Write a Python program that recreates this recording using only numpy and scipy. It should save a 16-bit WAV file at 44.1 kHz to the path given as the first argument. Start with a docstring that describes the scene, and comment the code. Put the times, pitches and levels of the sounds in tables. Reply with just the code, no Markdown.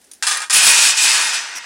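"""Steel bars spread on a frame

A bundle of thin steel bars is set down on a welded frame outdoors and spread out by hand.
Held together, the bars tick, clank and choke quickly; let go, they roll and chatter against each
other, ringing freely, then settle. Skidding edges squeal, and the frame thuds faintly on the ground."""
import sys
import numpy as np
from scipy import signal
from scipy.fft import irfft
from scipy.io import wavfile
from scipy.ndimage import uniform_filter1d

SR = 44100
rng = np.random.default_rng(int(sys.argv[2]) if len(sys.argv) > 2 else 0)


def bounce(signal):
    """Save signal as a 16-bit WAV file at the path given by the first command-line argument."""
    frames = np.transpose(np.atleast_2d(signal))
    limited = np.clip(frames, -1, 1)
    pcm = np.round(limited * 32767).astype(np.int16)
    wavfile.write(sys.argv[1], SR, pcm)


N = 72765

# Light ticks in the hand. 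Each row: start in seconds, level in dB, chatter decay in seconds.
HAND_TICKS = [(.0149, -52, 0.01), (.0428, -48.5, 0.0059), (0.067, -55, .012), (0.1142, -35, 0.005),
              (0.1347, -35.5, 0.0026), (0.145, -49, 0.024), (.2005, -71, .003)]
# Clanks of the held bundle on the frame, then knocks among the loose bars.
# Each row: start in seconds, level in dB, chatter decay in seconds, low-mid boost in dB.
BUNDLE_CLANKS = [(.2247, -14, 0.019, 0.5), (.252, -26, 0.039, 0), (.2683, -12, 0.042, -2),
                 (.3115, -16.5, 0.036, 1), (.348, -32, 0.017, 13), (.361, -32, 0.012, 6),
                 (.3716, -24, 0.021, 4), (.402, -27.5, 0.02, 3.5), (.4170, -24, 0.025, 4.5),
                 (.433, -32, 0.0067, 9.5), (.4980, -15, 0.008, 0), (.5057, -14, 0.025, -5)]
LOOSE_KNOCKS = [(.5277, -10, 0.008, -17), (.5375, -19, 0.023, 6), (.668, -8.5, 0.023, 2),
                (.9737, -11.5, 0.015, -0.5), (1.3349, -15.5, .015, -6), (1.5718, -32, 0.0044, 7)]
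# Swell and fade of the rolling chatter. Each row: time in seconds, treble in dB, low mids in dB.
ROLL_LEVELS = [(.505, -45, -45), (.514, -31, -29), (0.541, -9, -21.5), (.62, -12, -19.5), (.666, -9, -20.5),
               (.72, -9.5, -19.5), (.76, -11, -20.5), (.854, -9.5, -21.5), (0.918, -14, -23.5),
               (0.937, -23.5, -34), (.958, -19, -27), (.984, -14.5, -28), (1.054, -11, -21.5),
               (1.19, -15, -20.5), (1.26, -17.5, -24.5), (1.325, -21, -26.5), (1.355, -18, -26.5),
               (1.39, -24, -29), (1.45, -29.5, -32), (1.535, -32.5, -33), (1.573, -34, -30),
               (1.60, -38.5, -47), (1.65, -34, -30.5)]
# Single bars left to sing. Each row: start in seconds, pitch in Hz, level in dB, t60 in seconds.
SINGING_BARS = [(0.2696, 1215, -20.5, 0.39), (.30, 6135, -23, 0.35), (.575, 3655, -22, .25),
                (.60, 5440, -24, 0.6), (.67, 2462, -19, .4), (.77, 5060, -25, .3),
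                (.975, 7755, -14.5, 0.46), (.975, 5045, -31, 0.23), (.975, 2432, -28, .4),
                (1.05, 3016, -21, .3), (1.08, 4404, -25, 0.71), (1.19, 915, -35, 0.77),
                (1.35, 6033, -28, 0.69)]
# Bar edges skidding over each other. Each row: start in seconds, length in seconds, level in dB,
# squeal pitch in Hz, high sizzle relative to the squeal in dB.
EDGE_SKIDS = [(0.369, 0.01, -23, 9900, -18), (0.527, 0.067, -13.5, 9700, -3),
              (0.611, 0.12, -16, 9660, -3.5), (1.007, 0.048, -21, 8240, -2),
              (1.195, 0.11, -30.5, 10030, -5), (1.551, 0.04, -28.5, 5690, -6.5)]
# Thuds of the frame.
# Each row: start in seconds, level in dB, decay in seconds, highest strongly stirred pitch in Hz.
FRAME_THUDS = [(.555, -46, .035, 220), (.669, -28, .014, 520), (.716, -39, .018, 70), (.83, -43, .035, 130),
               (.90, -45, .035, 150), (1.07, -42, .025, 105), (1.325, -47, .02, 200)]

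# Resonances of the held bundle, the loose bars, the low-mid ring of the rolling bars, and the frame.
# Each row: pitch in Hz, relative level in dB.
BUNDLE_MODES = [(950, -11), (1217, -4.5), (1620, -9), (1850, -0.5), (2140, -6), (2406, 0), (2700, -0.5),
                (3020, -6), (3400, 1), (3671, 0.5), (4091, -10), (4393, -2), (4727, 0.5), (5130, 1.5),
                (5437, 2.5), (6137, -6), (6700, -7), (7020, 1), (7397, 6.5), (7800, -1), (8300, 5),
                (8700, -17), (9044, -23), (9480, -19), (9701, 10)]
LOOSE_MODES = [(2431, 2), (2470, 2.5), (2535, -1), (2610, 2), (2720, -1.5), (3022, -1), (3330, -1),
               (3654, 1.5), (3790, -7), (4020, -3.5), (4250, -4), (4407, 1), (4740, -0.5), (5062, 7),
               (5145, -2.5), (5465, 2), (5590, -4), (5839, 1.5), (6030, -0.5), (6230, -4), (6643, 3),
               (6990, 2.5), (7090, 6), (7450, 5.5), (7759, 7.5), (7848, 1.5), (8129, -5), (8228, 8),
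               (8473, 4.5), (8802, 5.5), (9098, 2), (9400, -17), (9680, 1), (9780, 4.5), (9997, -6)]
LOW_MODES = [(925, -6.5), (1250, -12), (1388, -1.5), (1513, 1.5), (1650, 2.5), (1798, 0), (1895, 4.5),
             (2120, 4)]
FRAME_MODES = [(56, -1), (98, -2), (165, 0), (235, -5), (345, -1), (410, -1)]
# Tone colours of the air, the ticks, the held bundle, the bright high sizzle and the loose bars.
# Each row: frequency in Hz, relative level in dB.
AIR_COLOUR = [(25, 8.5), (60, 9), (120, -11), (300, -2.5), (850, -9.5), (1250, -16), (1450, -7.5),
              (2500, -12), (5500, -12), (8500, -11), (10100, -16), (11500, -16), (16000, -28)]
TICK_COLOUR = [(470, -66), (800, -42), (2100, -26), (4340, -23.5), (5110, -13.5), (6090, -15), (8340, -19),
               (9690, -6), (11300, -26), (14100, -29), (16000, -29)]
BUNDLE_COLOUR = [(40, -58), (120, -43), (300, -24), (550, -13), (900, -2), (1600, 4.5), (2100, -2.5),
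                 (3500, 0.5), (6000, -0.5), (8500, 0.5), (10100, -1.5), (11400, -19), (16000, -25.5)]
SIZZLE_COLOUR = [(1000, -49), (4000, -25), (7000, -1), (10000, 10), (11500, 3.5), (16000, -6.5)]
LOOSE_COLOUR = [(40, -65), (120, -39.5), (300, -18.5), (550, -17), (900, -6.5), (1500, -1.5), (2200, -1.5),
                (2520, -1), (2950, 0), (4200, -2), (5200, -1.5), (6200, -1.5), (8000, -3), (9200, -7),
                (9900, -1), (10700, -8.5), (11800, -17), (16000, -25)]

BAR_COUNT, BEND_COUNT, DETUNE_HZ = 7, 170, 19.85
CONTACTS_PER_S, SPREAD_DB = 1000, 3.5
LOW_CUT_HZ, CROSSOVER_HZ, BAND_LIMIT_HZ = 150, 2450, 16200
DULLING, TOP_HZ, HARD_DB = 0.51, 7300, -6  # above TOP_HZ, dB lost per dB the roll is under HARD_DB


def amp(db):
    """Decibels to gain."""
    return 10 ** (np.asarray(db) / 20)


def unit(x):
    """Scales to energy 1."""
    return x / np.sqrt(np.sum(x ** 2) + 1e-20)


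def tinted(x, colour):
    """Shapes a sound with a minimum-phase EQ curve and scales it to energy 1."""
    hz, db = np.transpose(colour)
    bin_hz = abs(np.fft.fftfreq(4096, 1 / SR))
    log_gain = np.log(amp(np.interp(np.log(bin_hz + 1), np.log(hz), db)))
    taps = np.fft.ifft(np.exp(np.conj(signal.hilbert(log_gain)))).real[:2048]
    return unit(signal.fftconvolve(x, taps)[:len(x)])


def band(x, kind):
    """One side of the crossover: "low" for the low mids, "high" for the treble."""
    return signal.sosfilt(signal.butter(4, CROSSOVER_HZ, kind, fs=SR, output="sos"), x)


def burst(start, decay):
    """Instant attack, exponential release."""
    t = np.arange(N) / SR - start
    return (t >= 0) * np.exp(-np.maximum(t, 0) / max(decay, 1e-3))


def outdoor_air(level_db=-54):
    """A faint, steady bed of outdoor noise."""
    return amp(level_db) * tinted(rng.standard_normal(N), AIR_COLOUR) * np.sqrt(N)


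def ringing(modes, t60):
    """Clear modes, a little off pitch from bar to bar; t60 holds at 3 kHz, higher ones die sooner."""
    t = np.arange(SR // 3) / SR
    hz, db = np.transpose(modes)
    detuned = hz + DETUNE_HZ * rng.standard_normal(len(hz))
    out = np.zeros(len(t))
    for pitch, gain, phase in zip(detuned, amp(db), rng.random(len(hz))):
        fade = amp(-60 * t / t60 * (pitch / 3000) ** 0.78)
        out += gain * fade * np.sin(2 * np.pi * (pitch * t + phase))
    return unit(out)


def struck_bar(colour, modes, clash_t60, bend_t60, bend_db, mode_t60, mode_db):
    """One bar's answer to a contact: a short clash, a thicket of bending modes and a few clear ones."""
    t = np.arange(SR // 3) / SR
    clash = tinted(rng.choice([-1., 1.], len(t)) * amp(-60 * t / clash_t60), colour)
    # The bending modes crowd toward the low end of the band.
    places = ((np.arange(BEND_COUNT) + rng.random(BEND_COUNT)) / BEND_COUNT) ** 1.5
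    bins = (places * BAND_LIMIT_HZ * len(t) / SR).astype(int)
    spectrum = np.zeros(len(t) // 2 + 1, complex)
    spectrum[bins] = places ** (1 / 6) * np.exp(2j * np.pi * rng.random(BEND_COUNT))
    bending = tinted(irfft(spectrum, len(t)) * amp(-60 * t / bend_t60), colour)
    return unit(clash + amp(bend_db) * bending + amp(mode_db) * ringing(modes, mode_t60))


def contacts(starts=()):
    """Irregular steel-on-steel contacts of even power, with a firm one at each start."""
    size = amp(SPREAD_DB * np.minimum(rng.exponential(1, N), 3))
    size *= rng.random(N) < CONTACTS_PER_S / SR
    size /= np.sqrt(np.maximum(uniform_filter1d(size ** 2, SR // 120), 1e-3))
    for start in starts:
        size[round(start * SR)] = 13
    return size * rng.choice([-1., 1.], N)


def chatter(force, bars):
    """Each contact sets one of the bars ringing, picked at random."""
    which = rng.integers(0, len(bars), N)
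    return sum(signal.fftconvolve(force * (which == k), bar)[:N] for k, bar in enumerate(bars))


def blows(rows, bars):
    """Each blow is a hard contact followed by dying chatter."""
    force = contacts([row[0] for row in rows])
    treble_power, low_power = np.zeros((2, N))
    for start, db, decay, boost_db in rows:
        envelope = amp(db) * burst(start - 1 / SR, decay)
        treble_power += envelope ** 2
        low_power += (amp(boost_db) * envelope) ** 2
    treble = band(chatter(force * np.sqrt(treble_power), bars), "high")
    return treble + band(chatter(force * np.sqrt(low_power), bars), "low")


def held_bundle():
    """Ticks in the hand, then clanks on the frame, all choked by the grip."""
    grip = dict(modes=BUNDLE_MODES, bend_t60=0.11, mode_t60=0.09)
    light = [struck_bar(TICK_COLOUR, clash_t60=0.02, bend_db=-1, mode_db=-15, **grip)
             for _ in range(4)]
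    heavy = [struck_bar(BUNDLE_COLOUR, clash_t60=0.035, bend_db=-2.5, mode_db=-1.5, **grip)
             for _ in range(6)]
    ticks = blows([(*row, 0) for row in HAND_TICKS], light)  # no low-mid boost
    return ticks + blows(BUNDLE_CLANKS, heavy)


def singing_bars():
    """Here and there one mode of a bar rings on through the clatter."""
    t, out = np.arange(N) / SR, np.zeros(N)
    for start, hz, db, t60 in SINGING_BARS:
        envelope = burst(start, t60 / np.log(1000)) - burst(start, 0.0067)  # softened attack
        out += amp(db) * envelope * np.sin(2 * np.pi * (hz * t + rng.random()))
    return out


def skidding_edges(squeal_width_hz=330):
    """Each skid excites one broad, squealing resonance; a bright high sizzle tops the loudest clatter."""
    t, out = np.arange(N) / SR, np.zeros(N)
    sizzle = tinted(signal.unit_impulse(2048), SIZZLE_COLOUR)
    age = t[:len(sizzle)]
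    for start, length, db, hz, sizzle_db in EDGE_SKIDS:
        squeal = unit(np.exp(-np.pi * squeal_width_hz * age) * np.sin(2 * np.pi * hz * age))
        arch = np.sqrt(np.maximum(1 - (2 * (t - start) / length - 1) ** 2, 0))
        noise = rng.standard_normal(N) * arch
        out += amp(db) * signal.fftconvolve(noise, unit(squeal + amp(sizzle_db) * sizzle))[:N]
    return out


def loose_bars():
    """The freed bars roll, knock and ring; gentler contacts sound duller."""
    bars = [struck_bar(LOOSE_COLOUR, LOOSE_MODES, clash_t60=0.02, bend_t60=0.23, bend_db=-1.5,
                       mode_t60=0.19, mode_db=3.5) for _ in range(BAR_COUNT)]
    low_bars = [struck_bar(LOOSE_COLOUR, LOW_MODES, clash_t60=0.038, bend_t60=0.21, bend_db=1.5,
                           mode_t60=0.23, mode_db=-7) for _ in range(BAR_COUNT)]
    times, treble_db, low_db = np.transpose(ROLL_LEVELS)
    t, force = np.arange(N) / SR, contacts()
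    treble_gain, low_gain = (amp(np.interp(t, times, db, left=-120)) for db in (treble_db, low_db))
    bright = chatter(force * treble_gain, [unit(band(bar, "high")) for bar in bars])
    bright += blows(LOOSE_KNOCKS, bars)
    body = chatter(force * low_gain, [unit(band(bar, "low")) for bar in low_bars])
    top = signal.sosfiltfilt(signal.butter(3, TOP_HZ, "high", fs=SR, output="sos"), bright)
    # The dulling skips the roll's fade-in, so the first knocks stay crisp.
    softness_db = np.minimum(np.interp(t, times[2:], treble_db[2:]) - HARD_DB, 0)
    return bright + top * (amp(DULLING * softness_db) - 1) + body


def frame_thuds():
    """Dull thuds: a soft blow stirs only the lowest modes of the frame, a hard one all of them."""
    t, out = np.arange(N) / SR, np.zeros(N)
    hz, mode_db = np.transpose(FRAME_MODES)
    for start, db, decay, top_hz in FRAME_THUDS:
        shares = unit(amp(mode_db) / (1 + (hz / top_hz) ** 4))
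        ring = shares @ np.sin(2 * np.pi * (hz[:, None] * t + rng.random((len(hz), 1))))
        out += amp(db) * (burst(start, decay) - burst(start, 0.0016)) * ring
    return out


def scene():
    """Bars, frame and air in one close mono mix."""
    bars = held_bundle() + loose_bars() + singing_bars() + skidding_edges()
    return (bars + frame_thuds() + outdoor_air())[None]


def record(dry):
    """Soft clipping rounds off the loudest peaks; then the rumble and the extreme top are trimmed."""
    ceiling = 0.68
    rounded = dry / (1 + (dry / ceiling) ** 8) ** (1 / 8)
    thinned = signal.sosfilt(signal.butter(2, LOW_CUT_HZ, "high", fs=SR, output="sos"), rounded)
    high_cut = signal.firwin(511, BAND_LIMIT_HZ, window=("kaiser", 9), fs=SR)
    return signal.oaconvolve(thinned, high_cut[None], "same")


dry = scene()
out = record(dry)
bounce(out)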